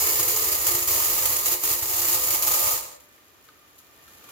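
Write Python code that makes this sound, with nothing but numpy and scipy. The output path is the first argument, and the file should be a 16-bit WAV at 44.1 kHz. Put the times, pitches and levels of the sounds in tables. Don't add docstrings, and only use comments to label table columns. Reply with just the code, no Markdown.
import sys
import numpy as np
from scipy import signal
from scipy.fft import rfft, irfft
from scipy.io import wavfile

SR = 44100
rng = np.random.default_rng(int(sys.argv[2]) if len(sys.argv) > 2 else 0)


def put_to_file(sound):
    columns = np.atleast_2d(sound).T
    safe = np.clip(columns, -1, 1)
    whole_steps = np.round(safe * 32767)
    wavfile.write(sys.argv[1], SR, whole_steps.astype(np.int16))


def rack_gain(trim_db):
    fader = np.asarray(trim_db, float)
    return 10 ** (fader / 20)


N = 190280
T = np.arange(N) / SR
BED_DB = -2 * T


def unit(x):
    return x / np.sqrt(np.mean(x ** 2) + 1e-30)


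def colour(x, table):
    hz, db = np.transpose(table)
    f = np.maximum(np.fft.rfftfreq(x.shape[-1], 1 / SR), 1)
    gain = rack_gain(np.interp(np.log(f), np.log(hz), db))
    return irfft(rfft(x) * gain, x.shape[-1])


def fall(seconds, t60):
    return np.exp(-np.log(1000) * seconds / max(t60, 1e-3))


def through(x, response):
    return signal.fftconvolve(np.atleast_2d(x), response, axes=1)[:, :N]


def ring(modes, scatter_db=0., detune=0., turn=0.):
    t, out = T[:SR // 2], 0
    for (hz, db, t60, lead), (a, b, c) in zip(modes, rng.standard_normal((len(modes), 3))):
        phase = np.array([[.5], [-.5]]) * (lead + turn * c)
        gain = rack_gain(db + scatter_db * a) / np.sqrt(t60)
        wave = np.sin(2 * np.pi * hz * (1 + detune * b) * t + phase)
        out = out + gain * fall(t, t60) * wave
    return out


def hits(per_second, spread_db):
    chance = rng.random((3, N))
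    hardness_db = spread_db * np.minimum(-np.log(1 - chance[1]), 3.5)
    size = rack_gain(hardness_db) * np.sign(chance[2] - .5)
    return unit(size * (chance[0] < per_second / SR))


def bowl_tip():
    start_s, rise_s = 2.26, 0.25
    return np.clip((T - start_s) / rise_s, 0, 1)


# (time [s], level [dB])
STREAM = [(0.0, -24), (0.04, -24), (0.66, -28), (0.68, -25.5), (0.87, -29.5), (0.88, -24), (1.45, -27.5),
          (1.52, -22.5), (1.58, -35.5), (1.71, -22.5), (1.77, -31), (2.15, -22.5), (2.21, -29),
          (2.34, -22.5), (2.41, -31.5), (2.43, -24.5), (2.72, -24), (3.0, -53.5)]
# (time [s], peak level [dB], weight on floor and grate [dB])
CLUMPS = [(0.176, -15.5, 4), (0.195, -12, 2), (0.275, -9, 0), (0.327, -24, 3), (0.3635, -12.5, -5),
          (0.416, -27.5, 6), (0.455, -12, 0), (0.5167, -9, -2), (0.546, -12, -4), (0.6653, -9.5, -5.5),
          (0.681, -12, 8), (0.7467, -15.5, 8), (0.7898, -24, -6), (0.874, -17.5, -1.5), (0.956, -18.5, 4.5),
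          (1.02, -18, -1.5), (1.1656, -19.5, -8), (1.181, -29, 3), (1.2246, -17, -8), (1.254, -13, 3),
          (1.363, -12.5, -1), (1.457, -10, -7), (1.4738, -13.5, 5), (1.632, -9.5, 0), (1.6852, -15.5, 3),
          (1.8253, -13, 10), (1.9733, -34, 0), (2.2307, -15, -2), (2.422, -11, -6), (2.47, -13.5, 10)]


def landings():
    scatter_t60_s, leader_db = 0.049, 2.5
    s, stream_db = np.transpose(STREAM)
    flow = rack_gain(np.interp(T, s, stream_db) - 2) * np.clip((s[-1] - T) / 0.039, 0, 1)
    leaders, weight = np.zeros(N), np.ones(N)
    for start, db, weight_db in CLUMPS:
        after = (T >= start) * fall(np.maximum(T - start, 0), scatter_t60_s)
        flow = flow + rack_gain(db - 15) * after
        weight = weight * rack_gain(weight_db * after ** .3)
        leaders[int(start * SR)] = rack_gain(db + leader_db)
    spots = [hits(per_second=240.0, spread_db=2.0) * flow for _ in range(5)]
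    return spots + [leaders], weight


# (frequency [Hz], level [dB per Hz])
TICK = [(250, -15.5), (400, -11), (1250, -5), (1450, -12), (2600, -6), (3700, -8), (4600, -4.5), (5900, -3),
        (6950, 3.5), (8000, -3.5), (9000, -3.5), (12500, 6), (15500, 4.5), (16500, -31)]


def kernel_ticks(force):
    dull_from_s, dull_db_per_s = 2.72, -35
    t = T[:SR // 10]
    energy = fall(t, 0.0027) ** 2 + rack_gain(-15.5) * fall(t, 0.08) ** 2
    power = through(force ** 2, energy[None] / energy.sum())
    spray = np.sqrt(np.maximum(power, 0)) * rng.standard_normal((2, N))
    ticks = colour(spray, TICK) * rack_gain(-2.5)
    top = colour(ticks, [(7000, -34), (11000, 0.5)])
    return ticks + top * (rack_gain(dull_db_per_s * np.maximum(T - dull_from_s, 0)) - 1)


# (frequency [Hz], level [dB], t60 [s], left phase lead [rad])
WALL = [(502, -8.5, 0.43, 0.44), (588, -4.5, 0.32, 1.78), (643, -6.5, 0.33, 2.52), (705.5, -8, 0.098, 0.3),
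        (849, -5.5, 0.073, 0.49), (908.6, -10, 0.081, 1.04), (1027, -18, 0.15, 0.51),
        (1146, -18, 0.082, 0.41), (1193.6, -3, 0.098, 2.04), (1261, -7.5, 0.32, 1.7)]
# (frequency [Hz], level [dB], t60 [s], left phase lead [rad])
RIM = [(1754, -6.5, 0.11, 1.4), (1920, -12, 0.19, 0.49), (2174, -2, 0.11, 1.5), (2450, -15, 0.33, 4.9),
       (2910, 0.5, 0.26, 2.1), (3610, -38, 0.13, 1.4), (4534, 3.5, 0.14, 1.9), (4930, 7, 0.029, 4.5),
       (6810, 11, 0.077, 1.9), (7100, 10.5, 0.067, 7.3), (7300, -18, 0.04, 1.4)]


def pot_wall(spots):
    wall_db = -18 + 4.5 * bowl_tip()
    out = 0
    for spot in spots:
        out = out + through(spot * rack_gain(wall_db - 42.0),
                            ring(WALL, scatter_db=4.5, detune=0.011, turn=1.0))
        out = out + through(spot * rack_gain(BED_DB - 65.5),
                            ring(RIM, scatter_db=7.0, detune=0.0067, turn=3.47))
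    return out


# (frequency [Hz], level [dB], t60 [s], left phase lead [rad])
FLOOR = [(293, -10, 0.13, .2), (353.8, -1, 0.35, .1), (358, -12, 0.12, .1)]
# (frequency [Hz], level [dB], t60 [s], left phase lead [rad])
BARE_FLOOR = [(439.3, 2, 0.21, 0.26), (463, -1.5, 0.06, .3)]


def pot_floor(push):
    floor_db = -18.5 + 2 * T - 8 * bowl_tip()
    lasting = through(push * rack_gain(floor_db - 45.5), ring(FLOOR))
    bare = through(push * rack_gain(floor_db + 3.7 * BED_DB - 43), ring(BARE_FLOOR))
    return lasting + bare


# (frequency [Hz], level [dB], t60 [s], left phase lead [rad])
GRATE = [(63.5, -4, 0.082, 0.58), (80, -3, 0.09, 0.85), (100.3, -2.5, 0.097, 0.83), (126, -7, 0.062, 0.92)]


def stove_grate(spots, weight):
    grate_db = -17.5 - 1.5 * T
    out = 0
    for half in (spots[:3], spots[3:]):
        push = sum(half) * weight * rack_gain(grate_db - 43.0)
        out = out + through(push, ring(GRATE, scatter_db=1.5, detune=0.024, turn=0.84))
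    return out


# (frequency [Hz], level [dB])
STOVE = [(25, -14), (50, -1), (130, 0.5), (200, -0.5), (260, -8), (330, 1.5)]


def pour():
    spots, weight = landings()
    force = sum(spots)
    steel = pot_wall(spots) + pot_floor(force * weight)
    return colour(kernel_ticks(force) + steel + stove_grate(spots, weight), STOVE)


# (frequency [Hz], t60 [s])
KITCHEN_T60 = [(100, 0.7), (1000, 0.54), (5000, 0.33), (14000, 0.11)]


def kitchen(dry):
    t, tail = T[:int(.8 * SR)], 0
    hz, t60 = np.transpose(KITCHEN_T60)
    for centre in 63.3 * 2. ** np.arange(9):
        octave = [(centre / 2, -40), (centre, 0), (centre * 2, -40)]
        band = unit(colour(rng.standard_normal((2, len(t))), octave))
        band_t60 = np.interp(np.log(centre), np.log(hz), t60)
        tail = tail + band * np.sqrt(centre) * fall(t, band_t60)
    tail = tail * np.minimum(t / 0.0092, 1)
    return through(dry, tail / np.sqrt(np.sum(tail ** 2) / 2))


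# (frequency [Hz], level [dB per Hz])
HUM = [(18, -32.5), (30, -9), (76, 6.5), (185, -3.5), (301, 1.5), (974, -5.5), (1240, -3.5), (1620, -7),
       (1810, -5.5), (2210, -7), (6000, -14.5), (7800, -39), (13200, -120)]
# (frequency [Hz], width [Hz], level against the hum [dB])
WHINE = [(1197, 63, -10), (1798, 47, -12.5), (2410, 53, -14.5)]


def hum_and_whine(swell_s):
    mid, side = rng.standard_normal((2, N))
    side = colour(side, [(100, -6), (400, -6.5), (1200, 0.0)])
    hum = unit(colour(np.array([mid + side, mid - side]), HUM))
    for hz, width, db in WHINE:
        around = [(hz - 3 * width, -50), (hz, 0), (hz + 3 * width, -50)]
        hum = hum + rack_gain(db) * unit(colour(rng.standard_normal((2, N)), around))
    return hum * rack_gain(-67.5 + 12 * swell_s + 9.0)


# (frequency [Hz], level [dB per Hz])
SIZZLE = [(1760, -25), (3000, 3.5), (3510, -0.5), (5500, -1.5), (7060, 7), (8440, -4.5), (11600, 6),
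          (15100, 5.5), (16200, -9), (16500, -37)]
# (time [s], rise [dB])
FLARES = [(3.0, 10), (3.14, 5), (3.255, 0), (3.328, 0), (3.44, 6), (3.675, 3), (3.754, 5), (3.781, 9),
          (4.079, 5.5), (4.239, 3.5), (4.289, 7)]


def pan_sizzle(swell_s):
    flare_fade_s = 0.032
    flare_db = 0
    for s, db in FLARES:
        flare_db = flare_db + db * (T >= s) * np.exp(-np.maximum(T - s, 0) / flare_fade_s)
    burst = rng.standard_normal((2, 200)) * fall(T[:200], 0.0021)
    spit = through(hits(per_second=980.0, spread_db=8.0), burst)
    sizzle = unit(colour(rng.standard_normal((2, N)) + .5 * unit(spit), SIZZLE))
    return sizzle * rack_gain(-72.5 + 16 * swell_s + flare_db + 13.0)


def quiet():
    swell_s = np.maximum(T - 3.82, 0)
    return hum_and_whine(swell_s) + pan_sizzle(swell_s)


# (time [s], peak level [dB], ring [Hz], click against the peak [dB])
KNOCKS = [
    (3.179, -41.5, 1790, -23),
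    (3.487, -33.5, 1250, -9),
    (3.555, -45, 1280, -17),
    (3.7, -48, 1130, -14),
    (3.801, -43, 1270, -12),
    (4.078, -37, 1340, -8),
    (4.21, -43, 1250, -13),
    (4.239, -42, 1190, -4),
    (4.288, -33.5, 1170, -8),
]


def knocks():
    out, t = np.zeros((2, N + SR)), T[:SR // 8]
    click_band = [(1200, -30), (2200, -2), (4500, 0), (7000, -30)]
    for start, db, hz, click_db in KNOCKS:
        pair = np.sin(2 * np.pi * hz * t) + 0.6 * np.sin(2 * np.pi * 1.2 * hz * t)
        pair = pair * fall(t, 0.05) * np.minimum(t / 0.0016, 1)
        thud = 0.42 * np.sin(2 * np.pi * 430 * t) * fall(t, 0.021)
        click = unit(colour(rng.standard_normal((2, len(t))), click_band)) * fall(t, 0.05)
        tick = unit(colour(rng.standard_normal((2, len(t))), SIZZLE)) * fall(t, 0.025)
        knock = pair + thud + rack_gain(click_db) * (click + rack_gain(-3) * tick)
        first = int(start * SR)
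        out[:, first:first + len(t)] += rack_gain(db - 10.0) * knock
    return out[:, :N]


def scene():
    near = pour() + knocks()
    return near + rack_gain(-11.5) * kitchen(near) + quiet()


def roll_off(x):
    return signal.sosfilt(signal.butter(12, 17070, fs=SR, output="sos"), x)


def record(dry):
    top_hz = 15950
    left = colour(dry[0], [(40, -11.5), (300, 1.0), (3000, 0.6), (5000, 0), (8000, -2.0), (13000, -2.0)])
    both = np.array([left, dry[1]])
    mix = colour(both, [(top_hz, 0), (top_hz + 250, -38), (top_hz + 1200, -60)])
    return roll_off(mix)


dry = scene()
out = record(dry)
put_to_file(out)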